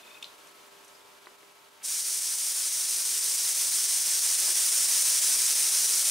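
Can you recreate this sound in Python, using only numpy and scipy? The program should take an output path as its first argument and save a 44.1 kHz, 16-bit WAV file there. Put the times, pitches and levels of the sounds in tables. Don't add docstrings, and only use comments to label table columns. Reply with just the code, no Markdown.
import sys
import numpy as np
from scipy import signal
from scipy.fft import rfft, irfft, next_fast_len
from scipy.io import wavfile
from scipy.ndimage import map_coordinates

SR = 44100
rng = np.random.default_rng(int(sys.argv[2]) if len(sys.argv) > 2 else 0)


def log_audio(samples):
    frames = np.atleast_2d(samples).T
    limited = np.clip(frames, -1, 1)
    pcm = np.round(limited * 32767).astype(np.int16)
    wavfile.write(sys.argv[1], SR, pcm)


N = 269010
TIME = np.arange(N) / SR
VALVE_OPEN_S = 1.825


def amp(db):
    return 10 ** (np.asarray(db) / 20)


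def along(points, hz):
    freqs, values = np.transpose(points)
    return np.interp(np.log(hz + 1), np.log(freqs + 1), values)


def wobble(rate):
    return map_coordinates(rng.standard_normal(int(N * rate / SR) + 4), [TIME * rate])


def bump(middle_s, half_s):
    return np.exp(-((TIME - middle_s) / half_s) ** 2)


def filtered(x, response):
    size = next_fast_len(N + SR // 2)
    return irfft(rfft(x, size) * response(np.fft.rfftfreq(size, 1 / SR)), size)[..., :N]


def noise(spectrum, alike):
    def mid_side_eq(hz):
        width = np.arccos(np.clip(along(alike, hz), -1, 1)) / 2
        return amp(along(spectrum, hz)) * [np.cos(width), np.sin(width)]
    mid, side = filtered(rng.standard_normal((2, N)), mid_side_eq)
    return np.array([mid + side, mid - side]) / np.std(mid)


def sink(db_per_s=2.5):
    return db_per_s * np.maximum(VALVE_OPEN_S - TIME, 0)


def swell(db_per_s=2, ceiling_db=6):
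    return np.clip(db_per_s * (TIME - VALVE_OPEN_S), 0, ceiling_db)


# (multiple of the buzz frequency, relative level [dB])
HUM_PARTIALS = [(3, -80.5), (4, -66.5), (5, -83), (6, -69), (7, -76.5), (9, -68.5), (10, -69.5),
                (11, -69.5), (12, -87), (13, -70.5), (14, -72), (16, -74.5), (23, -73)]

def mains_hum(buzz_hz=100.05, trim_db=-2.8):
    out = np.zeros((2, N))
    for multiple, db in HUM_PARTIALS:
        phase = 2 * np.pi * (round(multiple) * buzz_hz * TIME + rng.random()) + .15 * wobble(3.3)
        level = np.sqrt(2) * amp(db + 1.4 * wobble(4.12))
        ear_phase = rng.normal(0, 0.51, (2, 1))
        out += level * np.sin(phase + ear_phase)
    return out * amp(trim_db + sink() + swell())


# (frequency [Hz], relative level [dB])
AIR_WASH_EQ = [(25, -23), (60, -21), (110, -11.5), (220, -6), (370, -1), (600, 0), (1200, 0), (1600, -4.5),
               (3000, -30)]
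AIR_HISS_EQ = [(800, -16), (1700, 0), (3000, 1), (5000, -3.5), (9500, -6.5), (13000, -10.5), (15500, -15.5)]

def workshop_air():
    wash = noise(AIR_WASH_EQ, alike=[(60, .94), (200, .58), (380, .57), (700, .15), (1300, .12)])
    hiss = noise(AIR_HISS_EQ, alike=[(1500, .15), (2400, .37), (4400, .64), (8000, .73), (12000, .99)])
    return (amp(-63.6) * wash + amp(-59.4) * hiss) * amp(sink() + .35 * swell())


# (time of first slip [s], pitch [Hz], level [dB], number of slips)
SQUEAK_CUES = [(.001, 2535, -51, 5), (.033, 3580, -51, 4), (.175, 2530, -48, 1), (.953, 5020, -54, 1)]

def metal_squeaks(slip_every_s=.0385):
    out = np.zeros(N)
    waver = 0.5 * wobble(350)
    scratch = amp(2.2 * wobble(500))
    for start, hz, db, count in SQUEAK_CUES:
        slips = sum(bump(start + k * slip_every_s, half_s=.0065) for k in range(round(count)))
        out += amp(db) * slips * np.sin(2 * np.pi * hz * TIME + waver)
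    return scratch * out


def contacts(cues, modes):
    out = np.zeros(N + SR)
    t = np.arange(SR // 5) / SR
    hz = np.fft.rfftfreq(len(t), 1 / SR)
    for start, db, contact_s, octaves, damping in cues:
        force = rng.standard_normal(len(t)) * amp(-60 * t / contact_s)
        shifted_hz = hz / 2 ** octaves
        loss = 1j * shifted_hz * damping
        body = sum((-1) ** k * amp(gain) * loss * width / (centre ** 2 - shifted_hz ** 2 + loss * width)
                   for k, (centre, width, gain) in enumerate(modes))
        hit = irfft(rfft(force) * body, len(t))
        out[max(0, round(start * SR)):][:len(t)] += amp(db) * hit / np.abs(hit).max()
    return out[:N]


# (time [s], peak [dB], contact time [s], pitch shift [octaves], damping factor)
CLICK_CUES = [(.2261, -27, .009, 0.0022, 1.2), (.2291, -29, 0.0045, 0, 0.75),
              (.2435, -24.5, 0.0015, 0.18, 3), (.25, -41, 0.16, .16, 1.5), (1.2582, -42.5, .014, 0.13, 3)]
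# (frequency [Hz], width [Hz], relative level [dB])
METAL_MODES = [(2570, 300, -0.5), (3630, 180, 8), (3800, 12, 5), (4100, 470, -10), (5700, 700, -8),
               (6630, 530, -7), (8150, 1300, -12), (9700, 1100, -12.5)]

def metal_clicks():
    return contacts(CLICK_CUES, METAL_MODES)


# (time [s], peak [dB], contact time [s], pitch shift [octaves], damping factor)
SCUFF_CUES = [(.471, -46, .04, -.05, 1), (.847, -48, .05, 0, 1), (.878, -45, .05, 0, 1)]
# (frequency [Hz], width [Hz], relative level [dB])
GRIP_MODES = [(5900, 900, 0), (8500, 1000, -1), (10000, 1200, -3)]

def finger_scuffs():
    return contacts(SCUFF_CUES, GRIP_MODES)


# (time [s], peak [dB], contact time [s], pitch shift [octaves], damping factor)
KNOCK_CUES = [(1.2695, -37, 0.009, 0, 0.83), (1.4305, -47.5, .012, .15, 2.5),
              (4.48, -35, 0.1, -0.046, 0.74)]
# (frequency [Hz], width [Hz], relative level [dB])
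BOARD_MODES = [(374, 42, 5.5), (980, 240, 6.5), (1920, 450, -1)]

def board_knocks():
    return contacts(KNOCK_CUES, BOARD_MODES)


def early_reflections(x, echo_db, first_s, spread_s, count):
    delays = (SR * (first_s + rng.exponential(spread_s, count))).astype(int)
    paths = np.bincount(delays, amp(echo_db) * rng.choice([-1, 1], count) / np.sqrt(count))
    paths[0] = 1
    return signal.fftconvolve(x, paths[None] / np.linalg.norm(paths), axes=1)[:, :N]


# (frequency [Hz], relative level [dB])
NOZZLE_EQ = [(1500, -40.5), (3000, -17), (3600, -12), (4300, -10), (5200, -4.5), (5850, -2), (7200, -5),
             (8000, -3.5), (8650, -1), (9400, 0), (10300, -6.5), (11400, -11.5), (12600, -11), (14000, -15),
             (15500, -14)]
SHEET_EQ = [(25, -18), (55, -23), (100, -22.5), (160, -18.5), (250, -16), (400, -10.5), (700, -9),
            (1150, -5.5), (1650, -2.5), (2400, -0.5), (3200, -3), (6000, -18.5)]
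# (frequency [Hz], left-right likeness [1 = mono])
JET_LIKENESS = [(50, 0.93), (300, 0.68), (500, 0.46), (780, 0.41), (1250, 0.63), (2000, 0.99), (4500, 0.95),
                (6500, 0.9), (9300, .955), (11500, 1)]
# (frequency [Hz], left over right [dB])
JET_BALANCE = [(110, 0), (400, -1), (1300, -.5), (4400, 0.3), (7800, 1), (10000, -1), (11800, 0)]

def air_jet(attack_s=.03, start_db=-30, puff_db=-51.5):
    opening = np.clip((TIME - VALVE_OPEN_S) / attack_s, 0, 1) ** 1.3
    flutter_db = 0.21 * wobble(35) + 0.53 * wobble(250)
    flow = opening * amp(start_db + swell() + flutter_db)
    hiss = flow * noise(NOZZLE_EQ, JET_LIKENESS)
    puff = amp(puff_db) * bump(1.823, half_s=.009)
    body = amp(-18.7 + .22 * swell())
    rush = (puff + flow * body) * noise(SHEET_EQ, JET_LIKENESS)
    jet = early_reflections(hiss + rush, echo_db=-11, first_s=.004, spread_s=.01, count=60)
    return filtered(jet, lambda hz: amp(np.outer([1, -1], along(JET_BALANCE, hz)) / 2))


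# (frequency [Hz], time to decay by 60 dB [s])
ROOM_DECAY = [(200, 0.35), (4000, .28), (12000, 0.26)]

def room(x):
    hz, t, bands = signal.stft(rng.standard_normal((2, SR // 2)), SR, nperseg=256)
    decay = amp(-60 * t / along(ROOM_DECAY, hz)[:, None])
    tail = signal.istft(bands * decay, SR, nperseg=256)[1]
    return signal.fftconvolve(x[None], tail / np.linalg.norm(tail[0]), axes=1)[:, :N]


def scene():
    handling = metal_clicks() + board_knocks() + finger_scuffs() + metal_squeaks()
    return handling + amp(-9.0) * room(handling) + air_jet() + mains_hum() + workshop_air()


def dips(first_s, period_s, depth_db, half_s):
    offset = (TIME - first_s + period_s / 2) % period_s - period_s / 2
    return amp(-depth_db * np.cos(np.pi / 2 * np.clip(offset / half_s, -1, 1)) ** 2)


def record(dry, high_cut_hz=15700):
    ducked = dry * dips(first_s=.0352, period_s=.16683, depth_db=3.0, half_s=0.019)
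    return filtered(ducked, lambda hz: hz < high_cut_hz)


dry = scene()
out = record(dry)
log_audio(out)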